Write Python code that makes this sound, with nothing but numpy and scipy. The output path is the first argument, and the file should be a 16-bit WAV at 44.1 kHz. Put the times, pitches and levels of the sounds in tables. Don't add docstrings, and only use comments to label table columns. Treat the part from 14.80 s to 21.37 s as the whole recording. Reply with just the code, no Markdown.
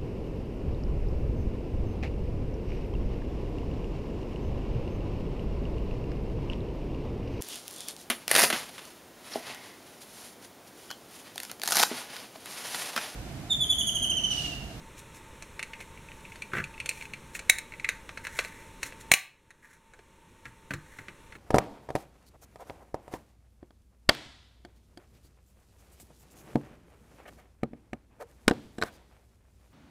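import sys
import numpy as np
from scipy import signal
from scipy.fft import rfft, irfft
from scipy.io import wavfile
from scipy.ndimage import uniform_filter1d

SR = 44100
rng = np.random.default_rng(int(sys.argv[2]) if len(sys.argv) > 2 else 0)


def log_audio(samples):
    frames = np.atleast_2d(samples).T
    limited = np.clip(frames, -1, 1)
    pcm = np.round(limited * 32767).astype(np.int16)
    wavfile.write(sys.argv[1], SR, pcm)


N = 289737
TIME = np.arange(N) / SR
AGE = TIME[:SR // 9]
LEAD_S = 0.004

# frequency in Hz, relative level in dB.
ROOM_TONE = [(20, 0), (45, 1), (70, -0.5), (140, -3.5), (250, -7.5), (550, -9.5), (760, -24), (1050, -12.5),
             (1400, -16.5), (2300, -15.5), (3200, -16.5), (4500, -25), (9000, -25.5), (12000, -32.5),
             (16000, -42)]
# frequency in Hz, gain in dB.
WALL_SPECTRUM = [(100, -8.5), (600, -5.5), (1200, 7), (2300, -1), (4000, 1), (7000, 1), (15000, 0.5)]
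# frequency in Hz, relative level in dB.
SLIDE_SPECTRUM = [(1000, -13.5), (3000, 0.5), (4500, -3), (6000, -3), (7000, -2), (9000, -5.5), (11000, -7),
                  (13500, -14.5), (16000, -18)]
# frequency in Hz, relative level in dB.
CRACK_SPECTRUM = [(3000, -26), (4900, -9.5), (5600, -5), (6700, 2), (7700, -5), (8700, -0.5), (10200, -7),
                  (12500, -8.5), (14500, -17), (16000, -9.5)]
# frequency in Hz, relative level in dB, seconds to fall by 60 dB.
TABLE_MODES = [(53, -16, 0.17), (79, 0, 0.15), (104, 7.5, 0.14), (139, 4.5, 0.24), (197, 1, 0.17),
               (258, 2, 0.085), (372, 2, 0.18), (520, -41, 0.042)]
SHELL_MODES = [(1200, -3, 0.023), (1374, -0.5, 0.08), (1527, 4.5, 0.032), (1632, 4, 0.021),
               (1950, -3.5, 0.028), (2150, -4.5, 0.013), (2380, -7, 0.021), (2612, 8.5, .05),
               (3840, -4, 0.029), (4600, -5, 0.034)]
EDGE_MODES = [(5800, -3, .04), (6250, 0, .05), (6800, 0, .04), (7400, -1, .045), (8250, -2, .04),
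              (8700, 1, .05), (9200, -2, .04)]
CASE_MODES = [(560, 0, .022), (720, 1, .02), (1130, 0, .018)]
# time in seconds, pitch in Hz.
SHELL_PITCH = [(0.7, 2330), (1.55, 2450), (2.1, 2500), (2.22, 2403), (2.55, 2280), (3.05, 2150),
               (3.35, 1960), (4.05, 2060), (4.7, 1800), (5.9, 1752), (6.3, 1930)]
# shell pitch in Hz, rim pitch in Hz.
RIM_PITCH = [(2200, 3900), (2500, 4250)]
# middle in seconds, length in seconds, hiss in dB, shell ring in dB.
RUBS = [(0.192, 0.068, -49, -67), (0.365, 0.085, -51, -65), (1.014, 0.06, -49.5, -45.5),
        (1.473, 0.63, -62.5, -65), (1.77, 0.13, -50, -43), (2.171, 0.32, -53, -55), (2.56, 0.06, -42, -48),
        (3.45, 0.039, -44.5, -39), (3.591, 0.29, -47, -47), (3.787, 0.32, -57.5, -54),
        (4.06, 0.13, -46, -50), (4.21, 0.054, -51, -57.5), (4.85, 0.074, -52, -44),
        (4.922, 0.16, -50.5, -47.5), (5.669, .09, -53, -49), (6.15, 0.37, -55, -53)]
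# time in seconds, then shell ring, crack and thud in dB.
KNOCKS = [(5.6553, -33, -62, -40), (5.9081, -25.5, -54, -27.5), (5.9368, -29.5, -41.5, -27.5),
          (6.1872, -35, -63, -41.5), (6.2841, -35.5, -63, -43.5), (6.524, -41, -68, -51),
          (6.5534, -42, -76, -43.5)]
# time in seconds, shell ring in dB, crack in dB,
# grip from 0 (the lid rings free) to 1 (it is pressed on the case).
CLICKS = [(0.624, -43, -50.5, 1), (0.7943, -32.5, -52, 0.67), (0.8281, -32.5, -44, 0.2),
          (0.935, -37, -71, 0.38), (1.0051, -42, -70, 1), (1.1753, -49, -82, 0.42),
          (1.287, -46.5, -82, 0.12), (1.318, -45.5, -76, 0.56), (1.4524, -44, -76, 0.12),
          (1.5206, -44.5, -68, 0.51), (1.558, -45.5, -60, 0.97), (1.6214, -34, -50, 0),
          (1.8409, -33.5, -51, 0), (1.9413, -47, -82, 0.3), (1.979, -45, -74, .5), (2.0017, -31.5, -48, 0),
          (2.0598, -34, -43, 0.63), (2.0917, -26.5, -34, 0.18), (2.112, -37, -64, 0.48),
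          (2.212, -39.5, -68, 0), (2.224, -40, -55.5, 0.56), (2.2543, -42, -60, 0.25),
          (2.3362, -35, -53.5, .25), (2.552, -35, -56, 0.66), (2.5929, -37.5, -46.5, 0.79),
          (2.785, -33.5, -38.5, 0.2), (2.922, -42.5, -65, .1), (2.938, -41, -68, .1),
          (2.9983, -37.5, -57, 0), (3.046, -25, -49.5, 0.024), (3.09, -22.5, -35.5, 0.43),
          (3.2924, -37.5, -78, 1), (3.3747, -35.5, -55.5, .8), (3.4512, -36, -62, 0.8),
          (3.4693, -32.5, -47, 0.62), (3.5903, -22, -40.5, 0.98), (3.6486, -35.5, -50, 0.87),
          (4.031, -29, -38, 0.73), (4.1242, -44.5, -83, 1), (4.7054, -36, -50.5, 0.38),
          (5.136, -41.5, -56.5, 0.67), (5.191, -43.5, -76, 1)]
# time in seconds, shell ring in dB, its pitch and width in Hz,
# then rim, crack, thump and case ring in dB, and chatter in dB relative to the push.
SNAPS = [(2.6977, -12.5, 2174, 520, -17, -19, -48, -33.5, -4.5),
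         (4.3169, 6, 2250, 1200, -8, -1, -5.5, -10, -3),
         (4.3385, 2.5, 2400, 910, -6.5, -5, -20.5, -14, -6.5)]


def undb(db):
    return 10 ** (np.asarray(db) / 20)


def noise():
    return rng.standard_normal(N)


def level(x, db):
    return x * undb(db) / np.sqrt(np.mean(x ** 2))


def burst(x, db):
    return x * undb(db) * np.sqrt(0.01 * SR / np.sum(x ** 2))


def fade(t, t60):
    return np.exp(-np.log(1000) * t / t60)


def band(x, hz, *widths_hz):
    for width in widths_hz:
        x = signal.lfilter(*signal.iirpeak(hz, hz / width, fs=SR), x)
    return x


def pass_filter(x, kind, hz, order):
    return signal.sosfilt(signal.butter(order, hz, kind, fs=SR, output="sos"), x)


def colour(x, spectrum, size=4096):
    hz, db = np.transpose(spectrum)
    bins_hz = np.arange(size // 2 + 1) * SR / size
    gain = undb(np.interp(np.log(bins_hz + 1), np.log(hz), db))
    cepstrum = irfft(np.log(gain))
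    cepstrum[1:size // 2] *= 2
    cepstrum[size // 2 + 1:] = 0
    response = irfft(np.exp(rfft(cepstrum)))
    return signal.fftconvolve(x, response)[:len(x)]


def ring(push, modes, detune):
    response = np.zeros(len(AGE))
    for hz, db, t60 in modes:
        shifted_hz = hz * (1 + detune * rng.standard_normal())
        response += undb(db) * fade(AGE, t60) * np.cos(2 * np.pi * shifted_hz * AGE)
    return signal.fftconvolve(push, response)[:len(push)]


def add(out, s, sound):
    start = int((s - LEAD_S) * SR)
    part = sound[..., :N - start]
    out[:, start:start + part.shape[-1]] += part


def room_tone():
    return level(colour(noise(), ROOM_TONE), db=-49.5)


def camera_whine(hz=901.7, beat_hz=0.97, beat_db=-13, width_hz=87):
    tone = np.sin(2 * np.pi * hz * TIME) + undb(beat_db) * np.sin(2 * np.pi * (hz - beat_hz) * TIME)
    blur = band(noise(), hz, width_hz, width_hz)
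    return level(tone, db=-63) + level(blur, db=-60)


def room_tail(dry, wet_db=-15, t60_low=0.33, t60_high=0.25, split_hz=4500, build_s=0.0059, side_db=-9):
    low, high, wide = rng.standard_normal((3, SR // 2))
    t = TIME[:SR // 2]
    onset = 1 - np.exp(-t / build_s)
    low = pass_filter(low, "low", split_hz, order=4) * fade(t, t60_low)
    high, wide = pass_filter([high, wide], "high", split_hz, order=4) * fade(t, t60_high)
    mid = onset * (low + high)
    side = onset * wide * undb(side_db)
    source = colour(dry.mean(axis=0), WALL_SPECTRUM) * undb(wet_db) / np.sqrt(np.sum(mid ** 2))
    return np.array([signal.fftconvolve(source, mid + sign * side)[:N] for sign in (1, -1)])


def echo(dry, delay_s=0.0059, echo_db=-14):
    return undb(echo_db) * np.pad(dry, ((0, 0), (int(delay_s * SR), 0)))[:, :N]


def shell_pitch(s):
    return np.interp(s, *np.transpose(SHELL_PITCH))


def rubs(grain_db=5, width_hz=900, rasp_db=2.5, rasp_per_s=120):
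    catches = np.arange(0, TIME[-1], 1 / rasp_per_s)
    slips = noise() * undb(np.minimum(grain_db * rng.exponential(size=N), 24))
    slips *= undb(rasp_db * np.interp(TIME, catches, noise()[:len(catches)]))
    hiss = level(colour(slips, SLIDE_SPECTRUM), 0)
    out = np.zeros(N)
    for s, length, hiss_db, shell_db in RUBS:
        shell = level(band(slips, shell_pitch(s), width_hz, width_hz), shell_db)
        stroke = np.cos(np.pi * np.clip((TIME - s) / length, -0.5, 0.5)) ** 2
        out += stroke * (undb(hiss_db) * hiss + shell)
    return out


def contact(chatter_db, chatter_t60, slip_db=-11, slip_t60=0.01):
    t = AGE - LEAD_S
    grain = rng.standard_normal(len(t))
    slip = burst(grain * (t < 0) * fade(np.abs(t), slip_t60), slip_db)
    push = burst(signal.unit_impulse(len(t), int(LEAD_S * SR)), 0)
    chatter = burst(grain * (t > 0) * fade(np.abs(t), chatter_t60), chatter_db)
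    return slip + push + chatter


def crack(grit, db, soft_hz=11500, hard_hz=17500):
    cutoff_hz = np.interp(db, [-52, -20], [soft_hz, hard_hz])
    return burst(pass_filter(colour(grit, CRACK_SPECTRUM), "low", cutoff_hz, order=3), db)


def plastic(push, ring_db, hz, width_hz, rim_db, crack_db, chatter_db, rim_hz=3950, rim_width_hz=650):
    modes = ring(push, SHELL_MODES, detune=0.0057)
    shell = burst(push, 0) + burst(modes, chatter_db / 2 - 21)
    body = burst(band(shell, hz, width_hz, 1.54 * width_hz), ring_db)
    rim = burst(band(shell, rim_hz, rim_width_hz, rim_width_hz), rim_db)
    grit = contact(chatter_db + 8.5, chatter_t60=0.028)
    edges = burst(ring(grit, EDGE_MODES, detune=0.052), crack_db + chatter_db / 2 - 6)
    scatter = rng.standard_normal(len(AGE)) * (AGE > LEAD_S) * fade(AGE, t60=0.013)
    side = crack(scatter, crack_db) * undb(-7)
    return body + rim + crack(grit, crack_db) + edges + np.array([side, -side])


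def knock(ring_db, crack_db, thud_db, hz, width_hz, chatter_db):
    push = contact(chatter_db + 5.5, chatter_t60=0.05)
    rocking = contact(chatter_db=11, chatter_t60=0.09)
    thud = burst(ring(rocking, TABLE_MODES, detune=0.078), thud_db)
    rim_db = (ring_db + crack_db) / 2 - 4
    return plastic(push, ring_db, hz, width_hz, rim_db, crack_db, chatter_db) + thud


def knocks():
    out = np.zeros((2, N))
    for s, ring_db, crack_db, thud_db in KNOCKS:
        add(out, s, knock(ring_db, crack_db, thud_db, shell_pitch(s), width_hz=1180, chatter_db=-2.5))
    return out


def drag(span_s=(1.7175, 1.811), slips_per_s=60, jitter_s=0.00084, peak_db=-31, ease_db=-13, spread_db=1.5):
    out = np.zeros((2, N))
    for s in np.arange(*span_s, 1 / slips_per_s):
        late, strong = rng.standard_normal(2)
        easing = np.interp(s, span_s, [-1, 1]) ** 6
        db = peak_db + spread_db * strong + ease_db * easing
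        slip = knock(db, crack_db=db - 47, thud_db=db - 5.5, hz=1700, width_hz=820, chatter_db=3.5)
        add(out, s + jitter_s * late, slip)
    return out


def clicks(free_width_hz=490, pressed_width_hz=1700, hollow_hz=570, latched_s=4.35):
    out = np.zeros((2, N))
    for s, ring_db, crack_db, grip in CLICKS:
        hz = shell_pitch(s)
        width_hz = free_width_hz * (pressed_width_hz / free_width_hz) ** grip
        rim_hz = np.interp(hz, *np.transpose(RIM_PITCH))
        rim_db = (ring_db + crack_db) / 2 - 3.5
        hollow_db = ring_db + np.interp(grip, [0, 1], [-32, -9.5])
        chatter_db = -1
        if s > latched_s:
            hollow_db += 9.5
            chatter_db += 12
        push = contact(chatter_db, chatter_t60=0.05, slip_db=-7)
        hollow = burst(band(push, hollow_hz, 300, 650), hollow_db)
        tick = plastic(push, ring_db, hz, width_hz, rim_db, crack_db, chatter_db, rim_hz, rim_width_hz=700)
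        add(out, s, tick + hollow)
    return out


def snaps(thump_hz=220, thump_width_hz=800):
    out = np.zeros((2, N))
    for s, *tone, thump_db, case_db, chatter_db in SNAPS:
        push = contact(chatter_db, chatter_t60=0.024)
        thump = burst(band(push, thump_hz, thump_width_hz), thump_db)
        case = burst(ring(push, CASE_MODES, detune=0.0047), case_db)
        blow = plastic(push, *tone, chatter_db, rim_hz=3860, rim_width_hz=600)
        add(out, s, blow + thump + case)
    return out


def scene():
    handling = clicks() + snaps() + drag() + knocks() + rubs()
    return handling + echo(handling) + room_tail(handling) + camera_whine() + room_tone()


def record(dry, limit_db=-12, recover_s=1.445, stereo_above_hz=4400, top_hz=16100):
    heard = dry
    for hz, width_hz, depth_db in (3124, 760, -6.5), (4790, 810, -14.5):
        heard = heard - (1 - undb(depth_db)) * band(heard, hz, width_hz)
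    power = uniform_filter1d(np.mean(heard ** 2, axis=0), size=SR // 100)
    over_db = np.maximum(10 * np.log10(np.abs(power) + 1e-12) - limit_db, 0)
    release = np.exp(-TIME / recover_s)
    duck_db = np.maximum.accumulate(over_db / release) * release
    left, right = np.clip(heard * undb(-duck_db), -1, 1)
    side = pass_filter((left - right) / 2, "high", stereo_above_hz, order=8)
    stereo = (left + right) / 2 + np.array([side, -side])
    return signal.sosfilt(signal.ellip(10, 0.2, 80, top_hz, fs=SR, output="sos"), stereo)


dry = scene()
out = record(dry)
log_audio(out)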